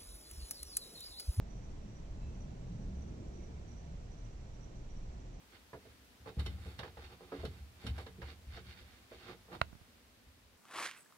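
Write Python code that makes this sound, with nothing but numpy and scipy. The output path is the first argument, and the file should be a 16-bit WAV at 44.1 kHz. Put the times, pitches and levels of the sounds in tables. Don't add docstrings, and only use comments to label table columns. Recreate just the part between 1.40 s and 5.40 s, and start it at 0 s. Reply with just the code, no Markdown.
import sys
import numpy as np
from scipy import signal
from scipy.fft import rfft, irfft
from scipy.io import wavfile

SR = 44100
rng = np.random.default_rng(int(sys.argv[2]) if len(sys.argv) > 2 else 0)


def waveform_to_disk(signal):
    frames = np.transpose(np.atleast_2d(signal))
    scaled = np.clip(frames, -1, 1) * 32767
    samples = np.round(scaled).astype(np.int16)
    wavfile.write(sys.argv[1], SR, samples)


N = 176400
TIME = np.arange(N) / SR
FREQS = np.maximum(np.arange(N // 2 + 1) * SR / N, 1)


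def from_db(db):
    return 10 ** (np.asarray(db) / 20)


def unit_rms(x):
    return x / np.sqrt(np.mean(x ** 2) + 1e-30)


def over_hz(rows):
    hz, *columns = np.transpose(rows)
    return [np.interp(np.log(FREQS), np.log(hz), column) for column in columns]


def pan(db):
    gains = np.vstack([from_db(db / 2), from_db(-db / 2)])
    return gains / np.sqrt(np.mean(gains ** 2, axis=0))


def bell(x, centre, spread):
    return np.exp(-.5 * ((x - centre) / spread) ** 2)


def drift(rate_hz):
    return unit_rms(irfft(rfft(rng.standard_normal(N)) * bell(FREQS, 0, rate_hz), N))


# frequency in Hz, left-right likeness from 0 to 1,
# left minus right in dB.
MIC_PAIR = [(40.2, 0.98, -1), (126, 1, -1), (258, 1, -1.1), (478, 0.55, -1), (1140, 0.24, -1.5),
            (2860, 0.02, -3.5), (5200, 0.03, -4.5), (6900, 0, -5), (8000, 0.34, 0.5)]
def air_noise(gain, right_lag_s=0.000418):
    alike, balance_db = over_hz(MIC_PAIR)
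    alike = np.clip(alike, -.99, .995)
    mid, side = rfft(rng.standard_normal((2, N)))
    both = np.sqrt((1 + alike) / 2) * mid + np.sqrt((1 - alike) / 2) * side * [[1], [-1]]
    lag = np.exp(-2j * np.pi * FREQS * right_lag_s * np.array([[0], [1]]))
    return irfft(both * lag * gain * pan(balance_db), N) * np.sqrt(SR / 2)


# frequency in Hz, level in dB per Hz.
HISS_SPECTRUM = [(400, -112), (1000, -102), (1550, -102.5), (2300, -103.5), (3300, -106.5), (5200, -109),
                 (6700, -109.5)]
def night_hiss():
    return air_noise(from_db(over_hz(HISS_SPECTRUM)[0]))


# frequency in Hz, level in dB per Hz before the gain below.
RUMBLE_SPECTRUM = [(10, -91.5), (19, -57), (25, -68), (36, -60.5), (48, -59.5), (57, -67.5), (70, -61),
                   (88, -74.5), (160, -72.5), (250, -80.5), (400, -85), (650, -86), (1000, -94),
                   (2000, -114)]
# time in seconds, gain in dB.
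RUMBLE_GAIN = [(0, -2.5), (.3, -2.5), (.55, -4), (.8, -2.5), (1.5, -3.5), (2.1, -2.5), (2.7, -4.5),
               (3.4, -4), (4, -4)]
# peak time and spread in seconds, pitch in Hz,
# level in dB.
RUMBLE_THROBS = [(.98, .05, 35, -46), (1.33, .08, 165, -51), (1.47, .045, 35, -46), (1.53, .06, 187, -50.5),
                 (2.85, .04, 40, -43), (3.38, .055, 39, -45)]
def town_rumble():
    gain = from_db(np.interp(TIME, *np.transpose(RUMBLE_GAIN)))
    rumble = gain * air_noise(from_db(over_hz(RUMBLE_SPECTRUM)[0]))
    for peak_s, spread_s, hz, db in RUMBLE_THROBS:
        tone = np.sin(2 * np.pi * (hz * TIME + rng.random()))
        rumble += from_db(db) * bell(TIME, peak_s, spread_s) * tone
    return rumble


# centre in Hz, width in Hz, level in dB.
MOTOR_BANDS = [(114, 14, -57.5), (300, 12, -73), (368, 10, -73.5), (415, 8, -76), (2331, 14, -91),
               (3850, 8, -95), (4134, 14, -94)]
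def motor_hum():
    return sum(from_db(db) * unit_rms(air_noise(bell(FREQS, hz, width_hz / 2)))
               for hz, width_hz, db in MOTOR_BANDS)


def swell(peak_s, spread_s, hz, octaves, db):
    band = unit_rms(air_noise(bell(np.log2(FREQS / hz), 0, octaves)))
    return from_db(db) * bell(TIME, peak_s, spread_s) * band


# peak time and spread in seconds, centre in Hz,
# spread in octaves, level in dB.
TRAFFIC_SWELLS = [(0.47, 0.11, 208, 0.1, -59), (1.3, 0.18, 180, 0.2, -56.5),
                  (1.463, 0.49, 125, 0.76, -50.5), (1.887, 0.23, 340, 0.45, -57.5),
                  (1.28, 0.34, 500, 0.27, -65), (1.7, 0.5, 67.6, 0.072, -52.5),
                  (0.822, 0.091, 67.4, 0.11, -49.5), (1.05, 0.37, 119, 0.17, -55.5),
                  (2.38, 0.28, 160.7, .11, -56.5)]
def distant_traffic():
    return sum(swell(*row) for row in TRAFFIC_SWELLS)


# peak time and spread in seconds, centre in Hz,
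# spread in octaves, level in dB.
FAR_BLIPS = [(2.02, .025, 2170, .08, -75), (2.168, .018, 2200, .07, -72.5)]
def far_blips():
    return sum(swell(*row) for row in FAR_BLIPS)


# pitch in Hz, level in dB, fade time in seconds.
SQUEAK_PARTIALS = [(2632, -73, .145), (3990, -78, .07), (5535, -76.5, .038), (7290, -76.5, .075)]
def squeak(start_s=.803, attack_s=.022, wobble_hz=10, roughness=.42):
    t = np.maximum(TIME - start_s, 0)
    tone = np.zeros(N)
    for hz, db, fade_s in SQUEAK_PARTIALS:
        hold = np.exp(-(t / fade_s) ** 4)
        cycles = np.cumsum(hz + wobble_hz * drift(rate_hz=150)) / SR
        flutter = 1 + roughness * drift(rate_hz=78)
        tone += from_db(db) * hold * flutter * np.sin(2 * np.pi * cycles)
    return tone * np.minimum(t / attack_s, 1) * pan(db=-7)


def garden_echoes(sound, t60_s, wall_delay_s=.004):
    t = TIME[:SR // 2]
    response = rng.standard_normal((2, len(t))) * from_db(-60 * t / t60_s) * (t > wall_delay_s)
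    echoes = signal.fftconvolve(sound[None], response, axes=1)[:, :N]
    return echoes / echoes.std(axis=1, keepdims=True) * sound.std()


def wing_strokes(chirps, period_s=.063, stroke_s=.04, flutter=.5):
    song = np.zeros(N)
    for first_s, pulses, db, step_db, hz in chirps:
        for k in range(int(round(pulses))):
            t = TIME - first_s - k * period_s
            sounding = np.abs(t) < stroke_s / 2
            t = t[sounding]
            envelope = from_db(db + k * step_db) * np.cos(np.pi * t / stroke_s) ** 2
            rise_hz_per_s = rng.normal(1800, 2200)
            cycles = hz * t + rise_hz_per_s * t * t / 2 + rng.random()
            song[sounding] += envelope * np.sin(2 * np.pi * cycles)
    return song * (1 + flutter * drift(rate_hz=87))


# pitch in Hz, mean time between chirps
# in seconds, level in dB.
FAR_SINGERS = [(5600, 0.26, -81.5), (5630, .27, -83.5), (5930, 0.29, -79), (5960, 0.14, -81.5),
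               (5860, 0.28, -81.5)]
def far_crickets(pulses=4, chorus_hz=5810, chorus_spread_hz=125, chorus_db=-83):
    chirps = []
    for hz, period_s, db in FAR_SINGERS:
        for k in range(int(N / SR / period_s) + 1):
            first_s = period_s * (k + rng.uniform(-.54, .5))
            chirps.append((first_s, pulses, db, 0, hz + rng.normal(0, 35)))
    chorus = from_db(chorus_db) * unit_rms(air_noise(bell(FREQS, chorus_hz, chorus_spread_hz)))
    return garden_echoes(wing_strokes(chirps), t60_s=.7) * pan(db=-6.5) + chorus


# peak of the first pulse in seconds, number of pulses,
# level in dB before the song's gain, change per pulse in dB, pitch in Hz.
NEAR_CHIRPS = [(.112, 3, -67, .5, 5950), (.512, 2, -75, 8, 5930), (.887, 3, -68, 1.7, 5960),
               (1.285, 3, -76, 0, 5950), (1.560, 3, -69, 0, 5980), (1.950, 3, -65.5, -4, 5960),
               (2.222, 4, -68.5, -1.5, 5985), (2.322, 3, -66, -4, 5930), (2.722, 3, -66, 0, 5930),
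               (2.850, 2, -76, 2, 6010), (3.147, 2, -71, 2, 5840), (3.237, 2, -65, -8, 5960),
               (3.365, 1, -68.5, 0, 5985), (3.506, 2, -72, 3, 5840), (3.738, 2, -72.5, 0, 5990),
               (3.936, 2, -68, -1, 5950)]
CHIRPS_BEHIND = [(.315, 3, -75, -1, 5640), (.5, 2, -75, 1, 5810), (1.045, 2, -77, 0, 5730),
                 (1.43, 2, -76, 0, 5700), (1.59, 2, -74, -1, 5870), (1.98, 2, -70, -3, 5900),
                 (2.295, 2, -72, 0, 5850), (2.51, 1, -77, 0, 5660), (3.0, 2, -76, -2, 5670),
                 (3.575, 2, -78, 1, 5660)]
def near_crickets(gain_db=1.3, echo_db=-2.5):
    song = from_db(gain_db) * wing_strokes(NEAR_CHIRPS + CHIRPS_BEHIND)
    echoes = from_db(echo_db) * garden_echoes(song, t60_s=.25)
    return song * pan(db=-26) + echoes * pan(db=-12)


def scene():
    background = town_rumble() + motor_hum() + night_hiss() + distant_traffic() + far_blips()
    return background + near_crickets() + far_crickets() + squeak()


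# frequency in Hz, gain in dB.
TREBLE_LOSS = [(6900, 0), (7800, -3), (8400, -7), (8900, -16), (9600, -18), (12500, -18.5)]
def record(dry, cutoff_hz=12600):
    dulled = irfft(rfft(dry) * from_db(over_hz(TREBLE_LOSS)[0]), N)
    lowpass = signal.ellip(10, .1, 80, cutoff_hz, fs=SR, output="sos")
    return signal.sosfilt(lowpass, dulled)


dry = scene()
out = record(dry)
waveform_to_disk(out)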